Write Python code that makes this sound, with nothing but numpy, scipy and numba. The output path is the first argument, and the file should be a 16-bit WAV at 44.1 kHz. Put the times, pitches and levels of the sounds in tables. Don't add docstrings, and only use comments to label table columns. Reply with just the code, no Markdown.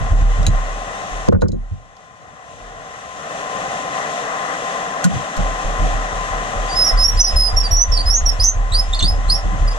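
import sys
import numpy as np
from scipy import signal
from scipy.fft import rfft, irfft, next_fast_len
from scipy.io import wavfile
from scipy.ndimage import uniform_filter1d
from numba import njit

SR = 44100
rng = np.random.default_rng(int(sys.argv[2]) if len(sys.argv) > 2 else 0)


def output_pcm(signal):
    pcm = np.clip(np.atleast_2d(signal).T, -1, 1) * 32767
    wavfile.write(sys.argv[1], SR, np.round(pcm).astype(np.int16))


N = 431298
T_S = np.arange(N) / SR

# f/Hz, left level/dB, right level/dB
DRONE_SPECTRUM = [(30, -78, -69), (100, -73, -77), (159, -57, -60.5), (257, -63.5, -66), (287, -64.5, -56),
                  (352, -65.5, -76), (471, -54.5, -59), (517, -55.5, -58.5), (780, -50.5, -48),
                  (897, -60.5, -74), (1036, -50.5, -64), (1603, -59, -62.5), (1995, -54, -59.5),
                  (2214, -75, -69), (2390, -63.5, -70.5), (3580, -67, -76.5), (4720, -81, -77),
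                  (6280, -68.5, -70.5), (9250, -82, -84.5), (11970, -99, -97.5), (15800, -120, -118)]
# t/s, level/dB
DRONE_LEVEL = [(0, -24.5), (1.9, -30), (3.9, -23.5), (6.4, -23.5), (7.5, -26), (9.78, -26)]
# t/s, f/Hz
WHINE_PITCH = [(0.0, 1047), (3.69, 1033), (4.53, 1041), (6.7, 1030)]
# t/s, length/s, level/dB
RUBS = [(-.02, .12, -20), (0.111, 0.077, -16), (0.18, 0.12, -20.5), (.372, 0.14, -17.5),
        (0.459, 0.13, -15.5), (0.502, 4, -37), (5.09, 0.18, -27), (5.287, 7.5, -37), (5.372, 0.095, -25),
        (5.487, 0.077, -29), (5.626, .12, -27.5), (5.788, .15, -22), (5.93, 0.083, -24),
        (8.99, 0.26, -21.5), (9.278, 0.098, -18.5), (9.45, .12, -28), (9.505, 0.13, -20.5),
        (9.61, 0.074, -22)]
# f/Hz, level/dB, t60/s
SWAY_MODES = [(38, 8, .5), (75, 0, .17), (95, -3, .14), (145, -6, .1), (310, -12, .08)]
# t/s, level/dB, length/s
JOLTS = [(0.555, -9.5, 0.02), (0.666, -14, 0.022), (1.107, -25.5, 0.0054), (1.352, 4, 0.0071),
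         (1.477, -1.5, 0.006), (1.577, 3, 0.032), (2.6, -29, 0.011), (5.367, -5, 0.029), (5.637, -2, 0.034),
         (6.909, -6.5, 0.017)]
# t/s, level/dB
STROKES = [(0, -14.5), (0.1, -3.5), (0.202, -5.5), (0.361, -11), (0.47, -7), (5.782, -12.5), (5.92, -18),
           (6.118, -21.5), (6.3, -22.5), (6.549, -17.5), (6.739, -22.5), (7.029, -9), (7.139, -10),
           (7.33, -5.5), (7.523, -6.5), (7.704, -5), (7.874, -4.5), (8.046, -4.5), (8.213, -5.5),
           (8.386, -4.5), (8.55, -6.5), (8.71, -6.5), (8.876, -8.5), (9.015, -6), (9.11, -6.5), (9.245, -9),
           (9.429, -11.5), (9.589, -7.5)]
# t/s, level/dB, contact/s
THUMPS = [(.385, 1.5, .006), (.471, 3.5, 0.0054), (1.291, 14.5, 0.0022), (1.334, 23, 0.0034),
          (1.345, 24.5, 0.0037), (1.433, 27.5, 0.0038), (1.482, 17, .0027), (1.523, 15.5, 0.0029),
          (1.712, 14.5, 0.0072), (5.83, -13, .0025), (9.022, -5, .002), (9.172, -15, .001),
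          (9.445, -12, .001)]
# f/Hz, level/dB, t60/s, phase between microphones/rad
PLANK_MODES = [(89, 0, 0.16, 0.91), (101.8, -2, .13, 1.3), (134, 0, 0.24, 2.7), (182, 5.5, 0.16, 2.45),
               (234, 2.5, 0.22, 2.93), (322, -1, .14, 2.05)]
# t/s, level/dB, contact/s
CLACKS = [(1.28, -13, 0.00046), (1.287, 18.5, .0021), (1.323, 12, 0.0006), (1.327, 5, .0004),
          (1.346, 9, 0.00045), (1.35, 3, .0003), (1.359, 8, 0.00064), (1.39, 3, 0.0012),
          (1.419, 12.5, .0003), (1.423, 13, 0.00044), (1.429, 19, 0.0012), (1.437, 8, 0.00051),
          (1.456, 7, .0005), (1.487, 7, 0.0012), (1.529, 7, 0.0016), (1.543, -1, 0.0014)]
# f/Hz, level/dB, t60/s, phase between microphones/rad
BOARD_MODES = [(216, -3, 0.12, 2.6), (292, -7.5, 0.086, 2.36), (373, 0, 0.1, 2.9), (485, 2, .06, 2.43),
               (550, 2, 0.067, 2.9), (785, -16, 0.028, 1.1), (1095, -8, 0.035, 1.6),
               (1450, -5.5, 0.041, 1.5), (1620, -14, 0.027, 1)]
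# t/s, crack level/dB, lowest crack f/Hz, ring level/dB
CLINKS = [(.43, -30, 1300, -38), (0.466, -16, 1200, -10), (.482, -32, 3000, -27), (1.286, -24.5, 3500, -36),
          (1.326, -22, 1500, -38), (1.411, -19, 3000, -18), (1.418, -8, 3460, -6.5),
          (1.483, -6.5, 4230, -17), (1.519, -18, 3980, -14), (1.966, -30, 3420, -38),
          (2.22, -44, 3500, -41), (4.54, -42, 3500, -36)]
# f/Hz, level/dB, t60/s, phase between microphones/rad
WRENCH_MODES = [(3895, -9, .035, .3), (3960, -6.5, 0.054, .3), (4000, -17, 0.13, 1), (6650, -12, .06, 1),
                (6700, -7.5, 0.094, .95), (6800, -13, 0.037, 1.1), (7650, -21, .1, 1.2),
                (9580, -16, .05, 1.7)]
# t/s, level/dB
SNAPS = [(5.042, -17.5), (5.367, -32.5)]
# f/Hz, level/dB, t60/s, phase between microphones/rad
PLIERS_MODES = [(1470, 4.5, 0.071, 1.5), (1620, -5, .04, 1.1), (3770, -15, .06, 1),
                (4290, -4.5, 0.038, 1.2), (5800, -8, 0.078, 1), (6550, -3, 0.066, 1.5),
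                (7440, -7, 0.13, 1.2), (8750, -12, .04, 1.9), (10600, -14, 0.093, 1)]
# f/Hz, level/dB, t60/s, phase between microphones/rad
THUD_MODES = [(151, 18, 0.13, 2.2), (175.5, 33.5, 0.11, 2.62), (205.7, 13.5, 0.29, 2.65),
              (258, 18.5, 0.088, 2.6)]
# t/s, f/Hz, level/dB
SQUEALS = [
    [(6.685, 4780, -31), (6.715, 4680, -27), (6.752, 4950, -23), (6.762, 5150, -14), (6.849, 5170, -12)],
    [(6.841, 5690, -10), (6.875, 5600, -14), (6.889, 5220, -11), (6.922, 5190, -18)],
    [(6.97, 4550, -24), (6.993, 5150, -13), (7.045, 5200, -11)],
    [(7.036, 5560, -8), (7.085, 5540, -8), (7.098, 5680, -11), (7.115, 5600, -18)],
    [(7.168, 4780, -24), (7.186, 5000, -16), (7.192, 5160, -9), (7.21, 5190, -10)],
    [(7.197, 6040, -8), (7.222, 5900, -13), (7.245, 5780, -11), (7.285, 5780, -24)],
    [(7.238, 5600, -14), (7.249, 5380, -8), (7.26, 5380, -15)],
    [(7.258, 4800, -21), (7.283, 5130, -10), (7.305, 5100, -18)],
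    [(7.357, 5110, -7), (7.435, 5100, -6), (7.448, 5020, -5), (7.497, 5010, -12)],
    [(7.562, 5600, -14), (7.585, 5570, -9), (7.6, 5550, -12), (7.608, 5400, -11), (7.622, 5430, -18)],
    [(7.635, 4790, -15), (7.68, 4770, -20)],
    [(7.709, 5620, -6), (7.752, 5630, -10), (7.762, 5800, -8), (7.815, 5880, -9), (7.828, 6070, -4),
     (7.848, 6080, -8)],
    [(7.914, 5430, -18), (7.935, 5430, -17), (7.962, 5430, -24)],
    [(7.93, 4790, -27), (7.968, 4720, -22), (7.978, 4500, -8), (7.988, 4150, -20), (8.003, 4620, -14),
     (8.025, 4790, -23)],
    [(8.053, 4880, -20), (8.07, 5070, -10), (8.1, 5190, -8), (8.109, 5500, -9), (8.135, 5720, -8),
     (8.153, 6050, -6), (8.163, 6550, -10), (8.18, 6680, -12), (8.21, 6620, -21)],
    [(8.255, 5800, -11), (8.27, 5650, -7), (8.287, 5650, -13), (8.294, 5430, -7), (8.308, 5430, -15)],
    [(8.393, 4400, -19), (8.406, 5000, -9), (8.428, 5150, -9), (8.44, 5500, -7), (8.465, 5650, -11),
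     (8.477, 6080, -6), (8.49, 6250, -10), (8.497, 6650, -5), (8.508, 6650, -11)],
    [(8.718, 3800, -11), (8.738, 4020, -14), (8.746, 4550, -9), (8.778, 4880, -12), (8.795, 5170, -7),
     (8.812, 5230, -15)],
    [(8.927, 3450, -11), (8.938, 3680, -13), (8.951, 4300, -14), (8.965, 4700, -22)],
    [(8.987, 4400, -15), (8.994, 4180, -10), (9.001, 3550, -10), (9.008, 2900, -15), (9.018, 2750, -22)],
    [(9.019, 3300, -13), (9.026, 3600, -9), (9.037, 3950, -13), (9.047, 4500, -5), (9.066, 4680, -18),
     (9.084, 5080, -9), (9.11, 5200, -16)],
    [(9.28, 3950, -21), (9.294, 4130, -20), (9.3, 4300, -9), (9.306, 4750, -6), (9.313, 4930, -8),
     (9.335, 5170, -5), (9.346, 5210, -9), (9.356, 5480, -13), (9.373, 5600, -19)],
    [(9.673, 4950, -21), (9.695, 4900, -20)],
    [(9.708, 4930, -24), (9.738, 4900, -29)],
]
# t/s, length/s, strength/1
CATCHES = [(7.033, 0.0096, 0.43), (7.201, 0.033, 0.5), (7.758, 0.017, 0.28), (7.973, 0.034, 0.2),
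           (8.42, 0.068, 1), (8.939, .02, 0.51), (8.986, 0.06, .8)]
# f/Hz, level/dB
HOUSING_MODES = [(3470, 14), (3620, 12), (4010, -11), (4245, 10.5), (4570, 8.5), (4790, 1), (5013, -1),
                 (5091, -2), (5165, 3), (5250, -16), (5431, 5), (5540, 6), (5770, 8), (5940, 15.5),
                 (6075, 2.5), (6197, 19.5), (6620, 5)]

WHINE_DB = -6.5
RUB_PEAK = 0.23
PUSH_S = 0.014
KNOCK_HZ, KNOCK_T60_S, KNOCK_DB = 73.9, 0.098, 3
KNOCK_SCATTER = 0.19
PLANK_RISE_S, BOARD_RISE_S, THUD_RISE_S = 0.036, 0.0095, 0.093
STEADY_ROUGH, ROUGH_PER_OCT_S = 0.08, 0.037
GLIDE_ROUGH, GRAIN_ROUGH = .55, 0.22
JUMP_DB = -3
SLUR_S, ROUGH_SLUR_S = 0.0044, .01
SLIP_ATTACK_S, SLIP_RELEASE_S = .0085, .0085
CHATTER_HZ, CHATTER_DEPTH = 618, 1
OVERTONE_GROWTH, OVERTONE_FALL_DB_PER_HZ = .5, 0.3
TOP_HZ = 15300


def undb(db):
    return 10 ** (np.asarray(db) / 20)


def unit(x):
    return x / np.sqrt(np.mean(x ** 2))


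def walk(rate_hz, size=N):
    k = max(int(SR / rate_hz), 1)
    steps = np.repeat(rng.standard_normal(size // k + 1), k)
    return 1.418 * uniform_filter1d(uniform_filter1d(steps, k), k)[:size]


def slur(x, seconds):
    k = max(int(seconds * SR), 1)
    return uniform_filter1d(uniform_filter1d(x, k), k)


def add(out, start_s, x):
    i = max(int(start_s * SR), 0)
    out[..., i:i + x.shape[-1]] += x[..., :N - i]


def decay(t60_s, size=SR):
    return np.exp(-np.log(1000) * T_S[:size] / t60_s)


def rise(t60_s, size=SR):
    return 1 - decay(t60_s, size)


def spread(pan_db):
    return np.array([[pan_db], [-pan_db]]) / 2


def band_pass(order, low_hz, high_hz, x):
    return signal.sosfilt(signal.butter(order, [low_hz, high_hz], "band", fs=SR, output="sos"), x)


def ring(modes, size=SR):
    t = T_S[:size]
    out = np.zeros((2, size))
    for hz, db, t60_s, lag_rad in modes:
        out += undb(db) * decay(t60_s, size) * np.sin(2 * np.pi * hz * t - np.array([[0], [lag_rad]]))
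    return out


def crack(low_hz, high_hz, t60_s, size=SR // 3):
    noise = rng.standard_normal((2, size))
    return unit(band_pass(2, low_hz, min(high_hz, .45 * SR), noise)) * decay(t60_s, size)


def contact(length_s):
    push = np.sin(np.linspace(0, np.pi, int(length_s * SR) + 3))
    return push / push.sum()


def drone(shared=0.32, swell_db=0.37, flicker_db=0.87, whine_right_db=-9, waver_hz=2.583, waver_db=2.4,
          right_lag_s=.00026):
    hz, left_db, right_db = np.transpose(DRONE_SPECTRUM)
    size = next_fast_len(N, True)
    f_hz = np.arange(size // 2 + 1) * SR / size + 1e-3
    colour = undb([np.interp(np.log(f_hz), np.log(hz), db) for db in (left_db, right_db)])
    common, *own = rfft(rng.standard_normal((3, size)))
    lag = np.exp(-2j * np.pi * f_hz * np.array([[0], [right_lag_s]]))
    share = np.clip(shared + 1.75 / (1 + (f_hz / 700) ** 2), 0, 1)
    spectrum = colour * (np.sqrt(share) * common * lag + np.sqrt(1 - share) * np.array(own))
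    edges_hz = [0, 400, 900, 2200, SR]
    bands = np.zeros((2, N))
    for low, high in zip(edges_hz, edges_hz[1:]):
        band = irfft(spectrum * (f_hz >= low) * (f_hz < high), size)[:, :N]
        bands += band * undb(flicker_db * walk(14))
    whine_hz = np.interp(T_S, *np.transpose(WHINE_PITCH)) + waver_hz * walk(40)
    phase = 2 * np.pi * np.cumsum(whine_hz) / SR
    whine = np.sqrt(2) * np.array([np.sin(phase), undb(whine_right_db) * np.sin(phase - 1.6)])
    level = undb(np.interp(T_S, *np.transpose(DRONE_LEVEL)) + swell_db * walk(2.72))
    return level * (unit(bands) + undb(WHINE_DB + waver_db * walk(22)) * whine)


def shuffle(low_hz=55, high_hz=160, side_db=-1, uneven_db=2.5, plank_hz=312, plank_q=7, plank_db=-15):
    friction = rng.standard_normal((2, N))
    plank = signal.lfilter(*signal.iirpeak(plank_hz, plank_q, fs=SR), friction)
    mid, side = unit(band_pass(3, low_hz, high_hz, friction)) + undb(plank_db) * unit(plank)
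    rub = unit(mid + undb(side_db) * side * np.array([[1], [-1]]))
    pressure = np.zeros(N)
    for start_s, length_s, db in RUBS:
        corners_s = [start_s, start_s + RUB_PEAK * length_s, start_s + length_s]
        pressure += undb(db) * np.interp(T_S, corners_s, [0, 1, 0])
    return rub * pressure * undb(uneven_db * walk(25))


def deck(sway_db=4.5, pan_db=-1.1, rattle_db=-18, knock_contact_s=0.0043):
    force, knocks = np.zeros(N), np.zeros((2, N))
    for start_s, db, length_s in JOLTS:
        add(force, start_s, undb(db) * contact(length_s))
    size = SR // 4
    for start_s, db in STROKES:
        add(force, start_s, undb(db) * contact(PUSH_S))
        hz = KNOCK_HZ * (1 + KNOCK_SCATTER * np.tanh(rng.standard_normal()))
        knock = ring([(hz, KNOCK_DB, KNOCK_T60_S, .8)], size) * rise(0.1, size)
        add(knocks, start_s, undb(db) * signal.fftconvolve(knock, contact(knock_contact_s)[None]))
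    body = ring([(hz, db, t60_s, .45) for hz, db, t60_s in SWAY_MODES]) * rise(0.3)
    sway = signal.oaconvolve(force[None], body)[:, :N] + knocks
    swing = np.sqrt(uniform_filter1d(sway[0] ** 2, SR // 25).clip(0))
    shudder = unit(band_pass(2, 48, 125, rng.standard_normal((2, N))))
    return undb(sway_db + spread(pan_db)) * (sway + undb(rattle_db) * swing * shudder)


def thumps(thump_db=-8, scuff_db=-9, size=SR // 3):
    out, planks = np.zeros((2, N)), ring(PLANK_MODES, size)
    for start_s, db, contact_s in THUMPS:
        blow = (planks + undb(scuff_db) * crack(93, 500, t60_s=0.17)) * rise(PLANK_RISE_S, size)
        add(out, start_s, undb(db + thump_db) * signal.fftconvolve(blow, contact(contact_s)[None]))
    return out


def clatter(rattle_db=-12, rattle_t60_s=0.08, size=SR // 3):
    out, board = np.zeros((2, N)), ring(BOARD_MODES, size)
    for start_s, db, contact_s in CLACKS:
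        blow = (board + undb(rattle_db) * crack(300, 1700, rattle_t60_s)) * rise(BOARD_RISE_S, size)
        add(out, start_s, undb(db) * signal.fftconvolve(blow, contact(contact_s)[None]))
    return out


def clinks():
    out, wrench = np.zeros((2, N)), ring(WRENCH_MODES, SR // 3)
    for start_s, crack_db, low_hz, ring_db in CLINKS:
        add(out, start_s, undb(ring_db) * wrench + undb(crack_db) * crack(low_hz, 6500, t60_s=0.034))
    return out


def snaps(crack_db=1, size=SR // 3):
    out, pliers = np.zeros((2, N)), ring(PLIERS_MODES, size)
    thud = rise(THUD_RISE_S, size) ** 3 * ring(THUD_MODES, size)
    for start_s, db in SNAPS:
        add(out, start_s, undb(db) * (pliers + thud + undb(crack_db) * crack(3400, 8300, t60_s=0.045)))
    return out


def catching(now_s):
    return sum(np.interp(now_s, [at_s, at_s + span_s / 2, at_s + span_s], [0, strength, 0])
               for at_s, span_s, strength in CATCHES)


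def roughness(glide_hz, slow, catch):
    oct_per_s = np.abs(np.gradient(np.log2(glide_hz))) * SR
    sliding = np.minimum(ROUGH_PER_OCT_S * oct_per_s, GLIDE_ROUGH)
    rough = STEADY_ROUGH + sliding + GRAIN_ROUGH * slow + catch / 2
    return slur(np.minimum(rough, 1), ROUGH_SLUR_S)


def thread(wander=0.005, rasp=0.036, flutter_db=2.8, rough_db=6, second_db=-16, third_db=-37,
           fold_db=-31, bite_db=9, fold_hz=29200, scrape_db=-20, usual_db=-10):
    out = np.zeros(N)
    for squeal in SQUEALS:
        times_s, pitches_hz, levels_db = np.transpose(squeal)
        t = T_S[:int((times_s[-1] - times_s[0]) * SR)]
        size = len(t)
        now_s = times_s[0] + t
        glide_hz = slur(np.interp(now_s, times_s, pitches_hz), SLUR_S)
        level_db = np.interp(now_s, times_s, levels_db)
        catch = catching(now_s)
        slow = np.clip((5200 - glide_hz) / 1500, 0, 1)
        rough = roughness(glide_hz, slow, catch)

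        hz = glide_hz * (1 + wander * walk(118.8, size) + rasp * rough * walk(1500, size))
        chatter = 2 * np.pi * CHATTER_HZ * t + walk(200, size)
        phase = 2 * np.pi * np.cumsum(hz) / SR + CHATTER_DEPTH * catch * np.sin(chatter)

        grip = np.clip(np.minimum(t / SLIP_ATTACK_S, (t[-1] - t) / SLIP_RELEASE_S), 0, 1)
        grip = grip * (1 + CHATTER_DEPTH * catch * np.cos(chatter) / 2)
        flutter = flutter_db * np.tanh(walk(130.0, size))
        grain = rough_db * rough * np.tanh(walk(550, size))
        grip = grip * undb(level_db + JUMP_DB * rough + flutter + grain)

        growth = OVERTONE_GROWTH * np.maximum(level_db - usual_db, -6)
        fall = OVERTONE_FALL_DB_PER_HZ * np.maximum(glide_hz - 5650, 0)
        bite = undb(bite_db * slow + growth - fall)
        second = undb(second_db) * np.sin(2 * phase)
        third = undb(third_db) * np.sin(3 * phase) * np.clip((4900 - glide_hz) / 300, 0, 1)
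        folded = np.sin(2 * np.pi * fold_hz * t - 3 * phase) * np.clip((glide_hz - 4600) / 500, 0, 1)
        scrape = undb(scrape_db) * bite * catch ** 2 * crack(3200, 8000, t60_s=0.39)[0, :size]
        tone = np.sin(phase) + bite * (second + third) + undb(fold_db) * folded
        add(out, times_s[0], grip * (tone + scrape))
    return out


def bolt(t60_s=0.097, direct_db=-4.0, ring_db=-3.0, phase_spread_rad=0.92, scatter_db=-9,
         scatter_t60_s=0.19, pan_db=-3.5):
    squeal = thread()
    phases = phase_spread_rad * rng.standard_normal((len(HOUSING_MODES), 2, 1))
    tail = 2 * decay(t60_s) / decay(t60_s).sum()
    modes = sum(undb(db) * tail * np.cos(2 * np.pi * hz * T_S[:SR] + phase)
                for (hz, db), phase in zip(HOUSING_MODES, phases))
    scatter_tail = decay(scatter_t60_s)
    scatter = rng.standard_normal((2, SR)) * scatter_tail / np.linalg.norm(scatter_tail)
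    response = undb(ring_db) * modes + undb(scatter_db) * scatter
    rung = signal.oaconvolve(squeal[None], response)[:, :N]
    direct = np.array([np.roll(squeal, 1), squeal])
    return (undb(direct_db) * direct + rung) * undb(spread(pan_db))


def scene():
    return drone() + shuffle() + deck() + thumps() + clatter() + clinks() + snaps() + bolt()


@njit
def overload(peak, attack_s, release_s, charge_s, hold_s, recover_s, start):
    out, quick, slow, wait_s = np.empty(len(peak)), 1., start, 0.
    for i in range(len(peak)):
        if peak[i] > quick:
            quick += (peak[i] - quick) / (attack_s * SR)
        else:
            quick -= quick / (release_s * SR)
        wait_s -= 1 / SR
        if quick > slow:
            slow += (quick - slow) / (charge_s * SR)
            wait_s = hold_s
        elif wait_s < 0:
            slow = max(1., slow - slow / (recover_s * SR))
        out[i] = max(quick, slow)
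    return out


def gain_control(x, ceiling_db=-8.0, attack_s=0.0049, release_s=0.116, charge_s=0.676, hold_s=0.13,
                 recover_s=0.94, start_db=3):
    peak = np.abs(x).max(axis=0) / undb(ceiling_db)
    return x / overload(peak, attack_s, release_s, charge_s, hold_s, recover_s, float(undb(start_db)))


def record(dry):
    held = gain_control(dry)
    rounded = held / (1 + np.abs(held) ** 6) ** (1 / 6)
    return signal.sosfilt(signal.ellip(8, .2, 70, TOP_HZ, fs=SR, output="sos"), rounded)


dry = scene()
out = record(dry)
output_pcm(out)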